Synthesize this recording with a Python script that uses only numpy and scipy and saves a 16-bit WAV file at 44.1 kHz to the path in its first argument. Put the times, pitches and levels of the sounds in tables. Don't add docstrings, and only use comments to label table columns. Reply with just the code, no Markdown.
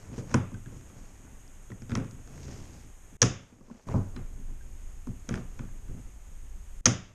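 import sys
import numpy as np
from scipy import signal
from scipy.fft import rfft, irfft, next_fast_len
from scipy.io import wavfile
from scipy.ndimage import uniform_filter1d, minimum_filter1d

SR = 44100
rng = np.random.default_rng(int(sys.argv[2]) if len(sys.argv) > 2 else 0)


def put_to_file(sound):
    columns = np.atleast_2d(sound).T
    safe = np.clip(columns, -1, 1)
    whole_steps = np.round(safe * 32767)
    wavfile.write(sys.argv[1], SR, whole_steps.astype(np.int16))


def decibels_to_gain(level_db):
    exponent = np.asarray(level_db, float) / 20
    return 10 ** exponent


N = 314874

# break in seconds, strength in dB, delay of the handle slam in seconds,
# lead of the recorder's duck in seconds, gain held afterwards in dB.
SNAPS = [
    (3.2176, -7.5, .0087, .0483, -11.5),
    (6.8564, -7.5, .0064, .0459, -15),
]
# resonance in Hz, level in dB, t60 in seconds.
BOOM_MODES = [(80.5, -11.5, 0.13), (95.5, -4, 0.43), (109.65, -2.5, 0.3), (123.94, -1, 0.26),
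              (134.6, -1, 0.22), (179.7, -9.5, 0.37), (193.4, -6, 0.26), (238.6, -1, 0.11),
              (251.5, -3, 0.13), (300.3, -12.5, 0.16), (363, -8.5, 0.083)]


def at_hz(points, hz):
    points = np.array(points)
    return np.interp(np.log(hz), np.log(points[:, 0]), points[:, 1])


def rms_one(x):
    return x / np.sqrt(np.mean(x ** 2) + 1e-20)


def coloured(x, spectrum):
    size = next_fast_len(len(x))
    hz = np.maximum(np.arange(size // 2 + 1) * SR / size, 1)
    shaped = rfft(x, size) * decibels_to_gain(at_hz(spectrum, hz))
    return rms_one(irfft(shaped, size)[:len(x)])


def drift(rate_hz):
    r = np.exp(-2 * np.pi * rate_hz / SR)
    wander = signal.lfilter([1], [1, -2 * r, r * r], rng.standard_normal(N + SR))
    return rms_one(wander[SR:])


def ring(push, hz, t60):
    r = decibels_to_gain(-60 / (t60 * SR))
    w = 2 * np.pi * hz / SR
    return signal.lfilter([0, np.sin(w)], [1, -2 * r * np.cos(w), r * r], push + 1e-18)


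def grains(per_s, clump_db):
    slips = (rng.random(N) < per_s / SR) * rng.standard_normal(N)
    return slips * decibels_to_gain(clump_db * drift(40))


def hiss():
    # frequency in Hz, level in dB per Hz.
    spectrum = [(100, -4.5), (300, -3), (700, -2.5), (2000, -4.5), (3300, -9.5), (4400, -20.5),
                (5600, -12.5), (6100, -7.5), (6550, 3.5), (7100, -4), (9200, -8.5), (10400, -16.5),
                (12000, -12), (14500, -29.5)]
    level_db = -59.5 + 0.5 * drift(3.5)
    return decibels_to_gain(level_db) * coloured(rng.standard_normal(N), spectrum)


def grip():
    # middle in seconds, length in seconds, pressure in dB, skin in dB and hull weight in dB re pressure.
    strokes = [(0.021, 0.18, -59.5, 2.5, 2), (0.177, 0.2, -52, -1.5, 10), (0.188, 0.029, -61, 7, 5),
               (.32, 0.098, -46, -4, -1), (0.382, 0.22, -56, -12, 3), (0.746, 0.18, -71, 5, 25.5),
               (1.033, 0.45, -65, 2, 11), (1.302, 0.18, -66.5, -10, 12), (1.94, 0.1, -56, 3, 9),
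               (2.187, 0.15, -82, -3, 15), (2.505, 0.48, -56.5, 7, 11), (2.787, 0.24, -67, 7.5, 9),
               (3.278, .1, -57, 7, 38), (3.45, 0.37, -54.5, -2, 5), (3.76, 0.28, -53, 2, -7),
               (3.911, 0.11, -45, -10.5, 7.5), (3.985, 0.17, -55, -3, 16), (4.192, 0.13, -52, -17, 7.5),
               (4.387, 0.39, -72.5, -26, 20), (5.351, 0.15, -47.5, -3.5, 9.5), (5.564, 0.36, -63, -4, 7),
               (5.94, 0.35, -70, -15, 20.5), (6.919, 0.14, -58, 2, 29), (7.05, 0.34, -49, 0, -1)]
    resting_db = np.array([[-69], [-72.5], [-55.5]])
    t = np.arange(0, N, 64) / SR
    gains = decibels_to_gain(resting_db)
    for s, length, db, skin_db, weight_db in strokes:
        bell = np.exp(-2 * ((t - s) / (length / 2)) ** 2)
        gains = gains + decibels_to_gain(db + np.array([[0], [skin_db], [weight_db]])) * bell
    return [np.interp(np.arange(N) / SR, t, row) for row in gains]


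def hands():
    # frequency in Hz, level in dB per Hz.
    rumble_spectrum = [(15, 9), (25, 21), (40, 5.5), (60, 7.5), (90, -6), (130, -44)]
    scuff_spectrum = [(200, -22), (350, 1.5), (600, 1), (1000, -4), (1600, -8.5), (2600, -13), (5000, -46)]
    rub_spectrum = [(800, -34.5), (1600, -4), (2600, -3), (3600, -5), (4300, -4.5), (5200, -0.5),
                    (6500, 3.5), (7500, -5), (10000, -29.5)]
    scuff_gain, rub_gain, drum_gain = grip()

    early_db, late_db, step_s = -53, -43.5, 3.8685
    rumble_db = np.where(np.arange(N) < step_s * SR, early_db, late_db) + 1 * drift(2.5)
    rumble = coloured(rng.standard_normal(N), rumble_spectrum) * decibels_to_gain(rumble_db + 6)

    stir = rng.standard_normal(N) * decibels_to_gain(3.4 * drift(15))
    drum = rms_one(sum(decibels_to_gain(db) * ring(stir, hz, 0.27 * t60) for hz, db, t60 in BOOM_MODES))
    scuff = coloured(grains(1400, clump_db=2.0), scuff_spectrum) * decibels_to_gain(-1.5) * scuff_gain
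    rub = coloured(grains(4500, clump_db=-1.5), rub_spectrum) * decibels_to_gain(-6.5) * rub_gain
    return rumble + drum * decibels_to_gain(1.0) * drum_gain + scuff + rub


def ducking():
    open_db, creep_db_per_s, duck_db, after_db = -1.5, 0.18, -25.5, -2.5
    hold_s = 0.6502
    t = np.arange(N) / SR
    gain_db = open_db + creep_db_per_s * t
    for s, _, _, lead, held_db in SNAPS:
        after = np.interp(t - s, [-lead, 0, hold_s, hold_s + 0.003], [duck_db, held_db, held_db, after_db])
        gain_db = np.where(t > s - lead, after, gain_db)
    return uniform_filter1d(gain_db, size=130)


def room(x):
    # frequency in Hz, level in dB per Hz.
    echo_spectrum = [(150, -6.5), (470, 10.5), (950, 6), (1750, 0), (2300, 6.5), (3200, -2), (4200, -12),
                     (5300, -3), (6400, -1), (7700, -3.5), (9500, 6), (11500, -15)]
    # frequency in Hz, t60 in seconds.
    echo_t60 = [(200, 0.31), (700, 0.33), (2000, 0.45), (3200, 0.43), (4200, 0.3), (6400, 0.35),
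                (7700, .24), (11500, .12)]
    edges_hz = [100, 140, 200, 280, 400, 560, 800, 1100, 1500, 2000, 2700, 3700, 4800, 5900, 7000, 8500,
                10500, 12500]
    out = 0
    white = rng.standard_normal((2, N))
    fill = np.exp(-1 / (0.00033 * SR))
    for k, (low, high) in enumerate(zip(edges_hz, edges_hz[1:])):
        band = signal.butter(3, [low, high], "band", fs=SR, output="sos")
        heard, noise = signal.sosfilt(band, [x, white[k % 2]])
        hz = np.sqrt(low * high)
        fade = decibels_to_gain(-120 / (at_hz(echo_t60, hz) * SR))
        build_and_fade = np.convolve([1, -fade], [1, -fill])
        energy = signal.lfilter([(1 - fill) / SR], build_and_fade, heard ** 2)
        out = out + decibels_to_gain(at_hz(echo_spectrum, hz)) * np.sqrt(np.abs(energy)) * rms_one(noise)
    return out


def pings():
    # start in seconds, pitch in Hz, level in dB, t60 in seconds.
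    parts = [(3.219, 6240, -9.5, 0.015), (3.2267, 5770, -6, 0.019), (6.8585, 6410, -6.5, 0.025),
             (6.8642, 5600, -15.5, 0.011), (3.2287, 1046, -23, 0.034), (.3425, 1030, -24, 0.034),
             (0.547, 1550, -44.5, 0.04), (0.659, 1650, -51.5, 0.044), (1.718, 1910, -40, 0.022),
             (4.161, 4040, -51, 0.071), (4.609, 1595, -53, 0.061)]
    notes = sum(decibels_to_gain(db) * ring(np.arange(N) == round(s * SR), hz, t60) for s, hz, db, t60 in parts)
    return signal.lfilter([.25, .5, .25], [1], notes)


def struck(modes, times, levels_db, spread_db, contact_s):
    at = np.round(times * SR).astype(int)
    out = np.zeros(N)
    luck = rng.standard_normal((len(at), len(modes), 2))
    t = np.arange(SR // 10) / SR
    contact = t * np.exp(-t / contact_s)
    for k, (hz, mode_db, t60) in enumerate(modes):
        clicks = np.zeros(N)
        clicks[at] = decibels_to_gain(levels_db + mode_db + spread_db * luck[:, k, 0]) * np.sign(luck[:, k, 1])
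        push = contact * np.cos(2 * np.pi * hz * t)
        pushed = signal.oaconvolve(clicks, 2 * push / np.sum(contact))[:N]
        out += ring(pushed, hz, t60)
    return out


def thuds():
    # start in seconds, peak in dB.
    hits = [(0.116, -39.5), (0.18, -27.5), (0.344, -9), (1.702, -33), (1.82, -34.5), (1.896, -31),
            (1.919, -25.5), (1.957, -31), (1.973, -19.5), (1.998, -29), (2.271, -47), (3.522, -43.5),
            (3.586, -52), (3.607, -41.5), (3.681, -44), (3.697, -42), (3.709, -35.5), (3.869, -40),
            (3.941, -26), (4.161, -40), (5.07, -41), (5.288, -31), (5.308, -24), (5.323, -30), (5.339, -27),
            (5.376, -27.5), (5.589, -52)]
    # deck resonance in Hz, level in dB, t60 in seconds.
    deck_modes = [(188, 0, 0.048), (240, .5, 0.12), (320, -3, 0.029), (356, -8, 0.027), (435, -5.5, 0.03)]
    s, db = np.transpose(hits)
    return struck(deck_modes, s, db - 5.5, spread_db=1.5, contact_s=0.00036)


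def crackle(modes, times, levels_db, burst_s, cycles):
    clicks = np.full(N, 1e-18)
    clicks[np.round(times * SR).astype(int)] = decibels_to_gain(levels_db)
    fade = np.exp(-1 / (burst_s * SR))
    burst = signal.lfilter([1], [1, -fade], clicks) * rng.choice([-1, 1], N) * np.sqrt(1 - fade ** 2)
    direct, around = 0, 0
    for k, (hz, db) in enumerate(modes):
        gain = (-1) ** k * decibels_to_gain(db)
        direct = direct + gain * ring(burst, hz, cycles / hz)
        around = around + gain * ring(clicks, hz, cycles / hz / 2.35)
    return np.array([direct, around])


def snap_contacts():
    # steel, rim, wall and boom level, all in dB re the snap's strength.
    snap_parts = [
        (4.7, -15.5, -21, -16.5),
        (-1, -20, -20.5, -21),
        (-5.5, -16, -23, -15.5),
        (-9.5, -17, -20.5, -14),
    ]
    recoil_s, rebound_s = 0.0017, 0.0019
    rows = []
    for s, db, slam, _, _ in SNAPS:
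        for lag, part in zip([0, recoil_s, slam, slam + rebound_s], snap_parts):
            rows.append((s + lag, *(db + np.array(part))))
    return np.array(rows)


def small_contacts():
    # start in seconds, strength in dB, hardness in dB, weight in dB.
    taps = [(0.1865, -50, 3.5, 18.5), (0.195, -59.5, 6, 17), (0.3405, -25, -7.5, 8), (.5421, -52, -5, 10),
            (0.6598, -51, -14, 12.5), (0.8097, -58, -5, 5), (.8984, -54.5, -19, -11), (1.478, -75, 17, 2),
            (1.702, -51, -14, 16), (1.8197, -53, -3, 14.5), (1.8949, -45.5, -6, 3), (1.9048, -42, -11, 3),
            (1.917, -36, -11, 11), (1.9523, -28.5, -5.5, 0.5), (1.999, -46.5, -9, 17),
            (2.045, -50.5, -6, 13.5), (2.1102, -62, 11, 22.5), (2.377, -52.5, -2, 2), (2.596, -63, 0, -14),
            (2.6538, -53.5, -9, 2), (3.712, -58, -17, -1), (4.1628, -42, -8.5, 9), (5.29, -33.5, -5.5, -2),
            (5.3087, -47, -15, 17), (5.3247, -48, -10, 11), (5.34, -35, -7, -2), (5.3551, -40.5, -7, 8),
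            (5.3753, -49.5, -18, 15), (5.5911, -40, -17, 9), (5.881, -56, -8, 16)]
    knocks = [(0.1176, -58, -13, 22.5), (0.1794, -40, -11, 4), (.3134, -41.5, -9, 10.5),
              (0.517, -49.5, -19, 16), (1.7187, -49.5, -11, 3), (1.9725, -38, -7.5, 9.5),
              (2.2748, -50, -7, 0), (2.8288, -69, -6, 20.5), (3.609, -55, -17, 1), (3.6834, -60, -21, 1),
              (3.6981, -50, -20, 0), (3.8718, -56.5, -15, 19.5), (3.886, -36, -15, 5),
              (3.914, -49, -14, 11), (3.951, -28.5, -33, -9), (3.9398, -25.5, -35, 9.5),
              (4.491, -57, -12, 8), (5.07, -45, -7.5, 16), (0.3426, -21.5, -8, -7),
              (5.9373, -72.5, -8, 36.5)]
    rows = [(s, db + hard, db, db - 7.5, db + weight) for s, db, hard, weight in taps]
    rows += [(s, db + hard, db + hard, db, db + weight) for s, db, hard, weight in knocks]
    return np.array(rows)


def blows():
    # frequency in Hz, level in dB.
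    steel_modes = [(2700, -17.5), (3300, -10), (3900, -11.5), (4500, -6), (5000, -2), (5600, 5.5),
                   (6000, 8), (6400, 7.5), (6900, 0.5), (7600, -11), (8600, -19.5), (9800, -24),
                   (11200, -31)]
    jaw_modes = [(3900, -6), (4500, -1), (5100, 6.5), (5700, 10.5), (6400, 10.5), (7100, 6), (8000, 4),
                 (9000, -5), (10200, -31.5), (11600, -14.5), (13000, -28)]
    rim_modes = [(1330, 3.5), (1640, 5.5), (1920, 2), (2250, 2), (2600, 1), (3000, -0.5), (3400, -0.5)]
    wall_modes = [(430, 0), (520, 5), (630, 0.5), (760, -4), (900, 7), (1050, 11), (1180, 4.5)]
    snaps, small = snap_contacts(), small_contacts()
    s, _, rim_db, wall_db, boom_db = np.vstack([snaps, small]).T
    steel = crackle(steel_modes, snaps[:, 0], snaps[:, 1] - 4, burst_s=0.000005, cycles=35)
    jaws = crackle(jaw_modes, small[:, 0], small[:, 1], burst_s=0.001, cycles=24)
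    rim = crackle(rim_modes, s, rim_db + 2, burst_s=0.002, cycles=14)
    wall = crackle(wall_modes, s, wall_db, burst_s=0.002, cycles=11)
    boom = struck(BOOM_MODES, s, boom_db - 4.5, spread_db=2.0, contact_s=0.0041)
    steel = signal.sosfilt(signal.butter(2, 9500, fs=SR, output="sos"), steel)
    return steel + jaws + rim + wall, boom + thuds()


def scene():
    (direct, around), boom = blows()
    ringing = pings()
    wet = decibels_to_gain(18.0) * room(around + decibels_to_gain(-12.5) * boom)
    background = decibels_to_gain(ducking()) * (hands() + hiss())
    return (direct + boom + ringing + wet + background)[None]


def band_limit(x):
    return signal.sosfilt(signal.butter(12, 14980, fs=SR, output="sos"), x)


def record(dry):
    room_left = np.minimum(1, 0.72 / (np.abs(dry) + 1e-9))
    held = dry * uniform_filter1d(minimum_filter1d(room_left, size=31), size=31)
    top_cut = signal.cheby2(10, 60, 15100, fs=SR, output="sos")
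    return band_limit(signal.sosfilt(top_cut, held))


dry = scene()
out = record(dry)
put_to_file(out)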